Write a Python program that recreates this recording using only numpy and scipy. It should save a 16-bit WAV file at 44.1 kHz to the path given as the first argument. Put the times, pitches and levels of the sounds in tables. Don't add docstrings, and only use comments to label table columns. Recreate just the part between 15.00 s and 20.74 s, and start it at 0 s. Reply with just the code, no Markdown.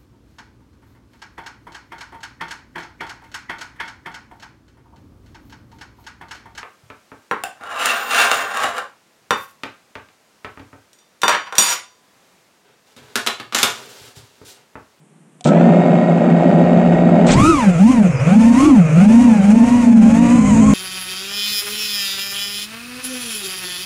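import sys
import numpy as np
from scipy import signal
from scipy.fft import rfft, irfft
from scipy.io import wavfile
from scipy.ndimage import uniform_filter1d, minimum_filter1d

SR = 44100
rng = np.random.default_rng(int(sys.argv[2]) if len(sys.argv) > 2 else 0)


def wrap_up_sound(samples):
    columns = np.atleast_2d(samples).T
    tamed = np.clip(columns, -1, 1)
    steps = np.round(tamed * 32767).astype(np.int16)
    wavfile.write(sys.argv[1], SR, steps)


N = 253024
T = np.arange(N) / SR
START, LIFT, AIRBORNE = .4505, 2.274, 2.426
HOVER_HZ = 220

# (time [s], speed [turns/s])
THROTTLE = [(2.295, 60), (2.347, 211), (2.505, 346), (2.64, 211), (2.77, 155), (2.91, 263.5), (3.19, 119.5),
            (3.37, 216), (3.56, 243), (3.68, 320), (3.82, 166), (3.92, 149), (4.11, 226.5), (4.24, 247),
            (4.42, 193), (4.58, 231), (4.77, 248), (5.01, 221), (5.36, 240.4), (5.47, 195), (5.56, 226),
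            (5.74, 202)]
# (time [s], offset [share of speed])
BANKING = [(2.45, 0.061), (2.5, -.06), (2.56, -0.01), (2.98, 0.023), (3.11, -0.19), (3.21, 0.0096),
           (3.6, -0.03), (3.65, -0.08), (3.91, -0.029), (4.79, -.03), (5.08, -0.12), (5.2, 0.0079),
           (5.36, 0.031), (5.48, .32), (5.56, -.04), (5.66, .3)]
# (time [s], offset [share of speed])
STEERING = [(2.3, .2), (2.5, 0.078), (3.4, .13), (4.95, .11), (5.15, .23), (5.74, 0.27)]
def rotor_speeds(lag_s=0.032):
    (throttle,), (bank,), (steer,) = curves(THROTTLE), curves(BANKING), curves(STEERING)
    return [uniform_filter1d(throttle * (1 + share), round(lag_s * SR))
            for share in (0, bank, steer, -steer)]


# (idle speed [turns/s], shaking [dB], whine [dB])
ROTORS = [(85.77, 1.5, -23), (88.76, -5, -1.5), (118.5, -9.5, -14.5), (83.54, -9.5, -30)]
# (time [s], level [dB])
HUM_SWELL = [(2.3, -14.5), (2.54, -6.5), (2.59, -19), (2.68, 2), (2.73, -6.5), (2.8, -6), (2.84, 2),
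             (2.96, -6), (3.0, 2.5), (3.07, -3.5), (3.11, -10.5), (3.36, 2.5), (3.5, -1.5), (3.58, -6),
             (3.77, 1), (3.87, -3.5), (4.07, 3), (4.22, 0), (4.46, -3), (4.56, 5.5), (4.66, -4.5),
             (4.83, -7), (4.87, 1.5), (4.98, 4.5), (5.1, -3), (5.74, -2.5)]
def rotor_hum(speed, shafts):
    level = amp(-6 + 7.6 * np.log2(speed / HOVER_HZ) + curves(HUM_SWELL)[0])
    shake = sum(amp(db) * np.exp(1j * shaft) for shaft, (_, db, _) in zip(shafts, ROTORS))
    slow_rms = np.sqrt(uniform_filter1d(abs(shake) ** 2, size=3000) / 2)
    hum = shake.real / slow_rms * amp(2.12 * drift(22))
    overtones = sum(amp(db / 2 + 5.5 * drift(21)) * (np.sin(2 * shaft) + np.sin(3 * shaft))
                    for shaft, (_, db, _) in zip(shafts, ROTORS))
    return level * hum + amp(-26.5) * level ** .5 * unit(overtones)


# (multiple of shaft speed, relative level [dB])
BLADE_PARTIALS = [(4, 13), (5, -21), (6, -30), (7, -29), (8, -1.5), (10, -32), (12, -10), (16, -15),
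                  (20, -17.5), (24, -22.5), (28, -26.5)]
# (frequency [Hz], gain [dB])
FRAME_PATH = [(400, -10), (800, -3), (1150, 0), (1290, 4.5), (1410, 2.5), (1700, -1), (2300, 2),
              (3200, 4.5), (4200, 3), (9000, -2)]
def blade_whine(speed, shafts):
    whine = 0
    for shaft, (_, _, rotor_db) in zip(shafts, ROTORS):
        flutter = (.06 + .035 * ramp(3.7, 1)) * drift(110)
        whine += sum(amp(rotor_db + db + 2.4 * drift(43)) * np.sin(multiple * (shaft + flutter))
                     for multiple, db in BLADE_PARTIALS)
    level = flight_gain(speed, db=-29.5, octave_db=2.5, push_db=0.2, ground_db=9, ground_s=0.4)
    return level * downwash_bites() ** 0.67 * unit(colour(whine, FRAME_PATH))


# (frequency [Hz], gain [dB])
MAGNET_PATH = [(3000, -3), (5000, 0), (6800, 0), (7600, -5), (8200, -16), (10000, -40)]
def magnet_whistle(speed, shafts):
    whistle, shriek = 0, 0
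    for shaft, (_, _, rotor_db) in zip(shafts, ROTORS):
        steps = 42 * shaft
        whistle += amp(rotor_db / 3 + 4.5 * drift(70)) * np.sin(steps + drift(100))
        shriek += amp(rotor_db / 2) * (np.sin(steps) + .6 * np.sin(steps / 2))
    level = flight_gain(speed, db=-46.5, octave_db=1, push_db=0, ground_db=7, ground_s=.6)
    return colour(level * whistle + amp(surge_db() + 3) * shriek, MAGNET_PATH)


# (frequency [Hz], relative density [dB])
GUST_SPECTRUM = [(15, -12), (35, -4.5), (100, -0.5), (250, -1.5), (400, -15.5), (1500, -65)]
# (frequency [Hz], relative density [dB])
WASH_SPECTRUM = [(100, -10), (300, -33.5), (500, 19.5), (900, 4.5), (1150, 7), (1380, 9), (1650, 3),
                 (2500, 8.5), (3200, -16.5), (4500, -37), (9000, -55.5)]
# (frequency [Hz], relative density [dB])
TIP_SPECTRUM = [(1000, -16), (2800, 7.5), (3600, -5), (5000, -2), (6400, 4.5), (9500, -1.5), (11000, -12),
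                (12500, -21), (15000, -26)]
# (time [s], level [dB])
SLIPSTREAM = [(3.9, -52), (4.9, -45.5), (5.15, -42), (5.5, -33), (5.6, -33), (5.74, -31.5)]
def rushing_air(speed, shafts):
    slipstream = amp(curves(SLIPSTREAM)[0])
    chop = amp(0.43 * np.cos(shafts[0]) + 1.4 * np.cos(4 * shafts[1]) + 1.12 * drift(25))
    buzz = amp(-10) * sum(rasp(shaft, size=160) for shaft in shafts)
    whistle = noise([(3000, -14), (5500, -15), (6600, 4.5), (7700, .5), (9000, -8), (12000, -34)], chop)
    hiss = noise(TIP_SPECTRUM, chop, buzz) / (1 + amp(22) * slipstream)
    gust_gain = flight_gain(speed, db=-30, octave_db=9, push_db=0.34, ground_db=30, ground_s=0.16)
    wash_gain = flight_gain(speed, db=-30, octave_db=-3.5, push_db=0, ground_db=19, ground_s=0.11)
    tip_gain = flight_gain(speed, db=-37.5, octave_db=11, push_db=0.59, ground_db=3.5, ground_s=0.62)
    gusts = (gust_gain + amp(10) * slipstream) * noise(GUST_SPECTRUM)
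    wash = (wash_gain * downwash_bites() + amp(-10) * slipstream) * noise(WASH_SPECTRUM, chop, buzz)
    tips = tip_gain * downwash_bites() ** 0.37 * hiss
    return gusts + wash + tips + slipstream * whistle


# (time [s], half-width [s], boost [dB])
BITES = [(2.63, 0.052, 5.5), (3.313, 0.052, 6.5), (3.62, 0.074, 4.5), (4.013, 0.035, 4.5),
         (4.44, 0.029, 0.5), (5.246, 0.11, 3)]
def downwash_bites():
    return amp(sum(db * np.exp(-((T - time) / width) ** 2) for time, width, db in BITES))


# (time [s], relative level [dB])
IDLE_LEVEL = [(.46, -9.5), (.6, -7), (1, -9.5), (1.17, -10), (1.4, -9), (1.8, -9.5), (2.26, -8.5)]
# (frequency [Hz], relative level [dB])
IDLE_HUM = [(91.5, -51.5), (172.3, -13.5), (236.9, -19), (269.2, -27), (355.3, -25.5), (409.1, -29.5),
            (592.2, -39.5), (995.9, -40)]
# (frequency [Hz], relative level [dB])
IDLE_WHINE = [(1868, -42.5), (1902, -43.5), (2171, -44), (3625, -64), (3762, -55), (4546, -62), (4700, -63),
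              (5170, -67), (6340, -63), (7280, -65.5)]
# (frequency [Hz], relative density [dB])
RATTLE_SPECTRUM = [(40, -37), (100, -30.5), (160, 6.5), (250, 6.5), (320, -4), (470, -6), (580, 2),
                   (750, -4.5), (1100, -23), (1350, -18.5), (2000, -30), (2400, -26), (4000, -42.5),
                   (5700, -51), (7600, -44), (9500, -62), (12000, -110)]
def ground_idle(start_share=.62, settle_s=.085):
    spin = 1 - (1 - start_share) * np.exp(-np.maximum(T - START, 0) / settle_s)
    shafts = [angle(hz * spin * (1 + .002 * drift(15))) for hz, _, _ in ROTORS]
    hum = sum(amp(db) * np.sin(angle(hz * spin ** .3 * (1 + 0.01194 * drift(10.74))))
              for hz, db in IDLE_HUM)
    whine = sum(amp(db + 3.5 * drift(70)) * np.sin(angle(hz * spin * (1 + .0018 * drift(40))))
                for hz, db in IDLE_WHINE)
    knocks = sum(np.exp(.8 * np.cos(shaft + .9 * drift(40))) * amp(1.5 * drift(60)) for shaft in shafts)
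    bearings = amp(-8) * sum(rasp(shaft, size=400) for shaft in shafts)
    rattle = amp(-14.5) * noise(RATTLE_SPECTRUM, knocks, bearings)
    downwash = amp(-34.5) * ramp(1.25, 0.5) * noise(GUST_SPECTRUM)
    ring_gain = amp(-25) * np.exp(-((T - .495) / 0.042) ** 2)
    ring = ring_gain * np.sin(angle(1300 + 15 * drift(60)))
    on_ground = ramp(START, .006) * (1 - ramp(LIFT + .03, AIRBORNE - LIFT))
    level = amp(curves(IDLE_LEVEL)[0] + 12) * on_ground
    return level * (amp(-0.5) * hum + whine + rattle + downwash + ring)


# (time [s], hold [s], first level [dB], last level [dB], fade [dB/s])
SURGES = [(.463, 0.019, -32.5, -30.5, 359), (2.267, 0.071, -28.5, -18, 612)]
def surge_db(rise_db_per_s=2993):
    bursts = []
    for time, hold, first_db, last_db, fade in SURGES:
        held_db = np.interp(T, [time, time + hold], [first_db, last_db])
        before, after = np.maximum(time - T, 0), np.maximum(T - time - hold, 0)
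        bursts.append(held_db - rise_db_per_s * before - fade * after)
    return np.max(bursts, axis=0)


# (time [s], relative peak [dB], 60 dB decay [s])
TICKS = [(.409, -24, 0.018), (0.443, -16, 0.019), (0.45, -12.5, 0.011), (0.456, -13.5, 0.0051),
         (0.4726, -14, 0.0094)]
# (frequency [Hz], gain [dB])
CASE_PATH = [(300, -4), (1500, -7), (3500, 4.5), (5000, -2.5), (6500, -0.5), (8000, 3), (9500, -15.5),
             (13000, -54)]
def motor_drive(knock_hz=726, knock_t60=0.094):
    ticks = sum(amp(db - 60 * np.maximum(T - time, 0) / t60) * (T >= time) for time, db, t60 in TICKS)
    scratch = amp(surge_db() + 2.53 * drift(290))
    envelope = amp(-4.5) * ticks + amp(2.5) * scratch
    age = np.maximum(T - TICKS[0][0], 0)
    knock = amp(-35.5 - 60 * age / knock_t60) * np.sin(2 * np.pi * knock_hz * age)
    return colour(envelope * rng.standard_normal(N), CASE_PATH) + knock


# (frequency [Hz], relative density [dB])
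YARD_SPECTRUM = [(100, -52.5), (150, 8.5), (190, 1), (480, -13.5), (2900, -26.5), (4800, -36.5),
                 (9000, -25), (15000, -56.5)]
def yard():
    return amp(-50) * noise(YARD_SPECTRUM)


def flight_gain(speed, db, octave_db, push_db, ground_db, ground_s):
    octaves = np.log2(speed / HOVER_HZ)
    push = np.clip(uniform_filter1d(np.gradient(octaves) * SR, size=2000), -3, 3)
    near_ground = np.exp(-(np.maximum(T - LIFT, 0) / ground_s) ** 2)
    return amp(db + octave_db * octaves + push_db * push + ground_db * near_ground)


def amp(db):
    return 10 ** (np.asarray(db) / 20)


def unit(x):
    return x / np.sqrt(np.mean(x ** 2) + 1e-20)


def curves(rows):
    times, *columns = np.transpose(rows)
    return [np.interp(T, times, column) for column in columns]


def colour(x, spectrum):
    hz, db = np.transpose(spectrum)
    gain = amp(np.interp(np.log(np.fft.rfftfreq(2 * N, 1 / SR) + 1), np.log(hz), db))
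    return irfft(rfft(np.r_[x, x[::-1]]) * gain)[:N]


def noise(spectrum, gate=1, buzz=0):
    return unit(colour(gate * (rng.standard_normal(N) + buzz), spectrum))


def drift(hz):
    return unit(irfft(rfft(rng.standard_normal(N)) / (1 + (np.fft.rfftfreq(N, 1 / SR) / hz) ** 4), N))


def angle(speed):
    return 2 * np.pi * (np.cumsum(speed) / SR + rng.random())


def ramp(start, length):
    return np.clip((T - start) / length, 0, 1)


def rasp(shaft, size):
    return np.interp(shaft, np.arange(size) * 2 * np.pi / size, rng.standard_normal(size),
                     period=2 * np.pi)


def scene():
    speeds = rotor_speeds()
    shafts = [angle(speed * (1 + .012 * drift(30))) for speed in speeds]
    flight = sum(source(speeds[0], shafts)
                 for source in (rotor_hum, blade_whine, magnet_whistle, rushing_air))
    return (flight * ramp(LIFT, 0.081) + ground_idle() + motor_drive() + yard())[None]


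def record(dry):
    ceiling_db, edge_hz = -.7, 15200
    gain = np.minimum(1, amp(ceiling_db) / (abs(dry[0]) + 1e-9))
    gain = uniform_filter1d(minimum_filter1d(gain, size=700), size=700)
    lowpass = signal.firwin(511, edge_hz, window=("kaiser", 9), fs=SR)
    return signal.oaconvolve(dry * gain, lowpass[None], "same")


dry = scene()
out = record(dry)
wrap_up_sound(out)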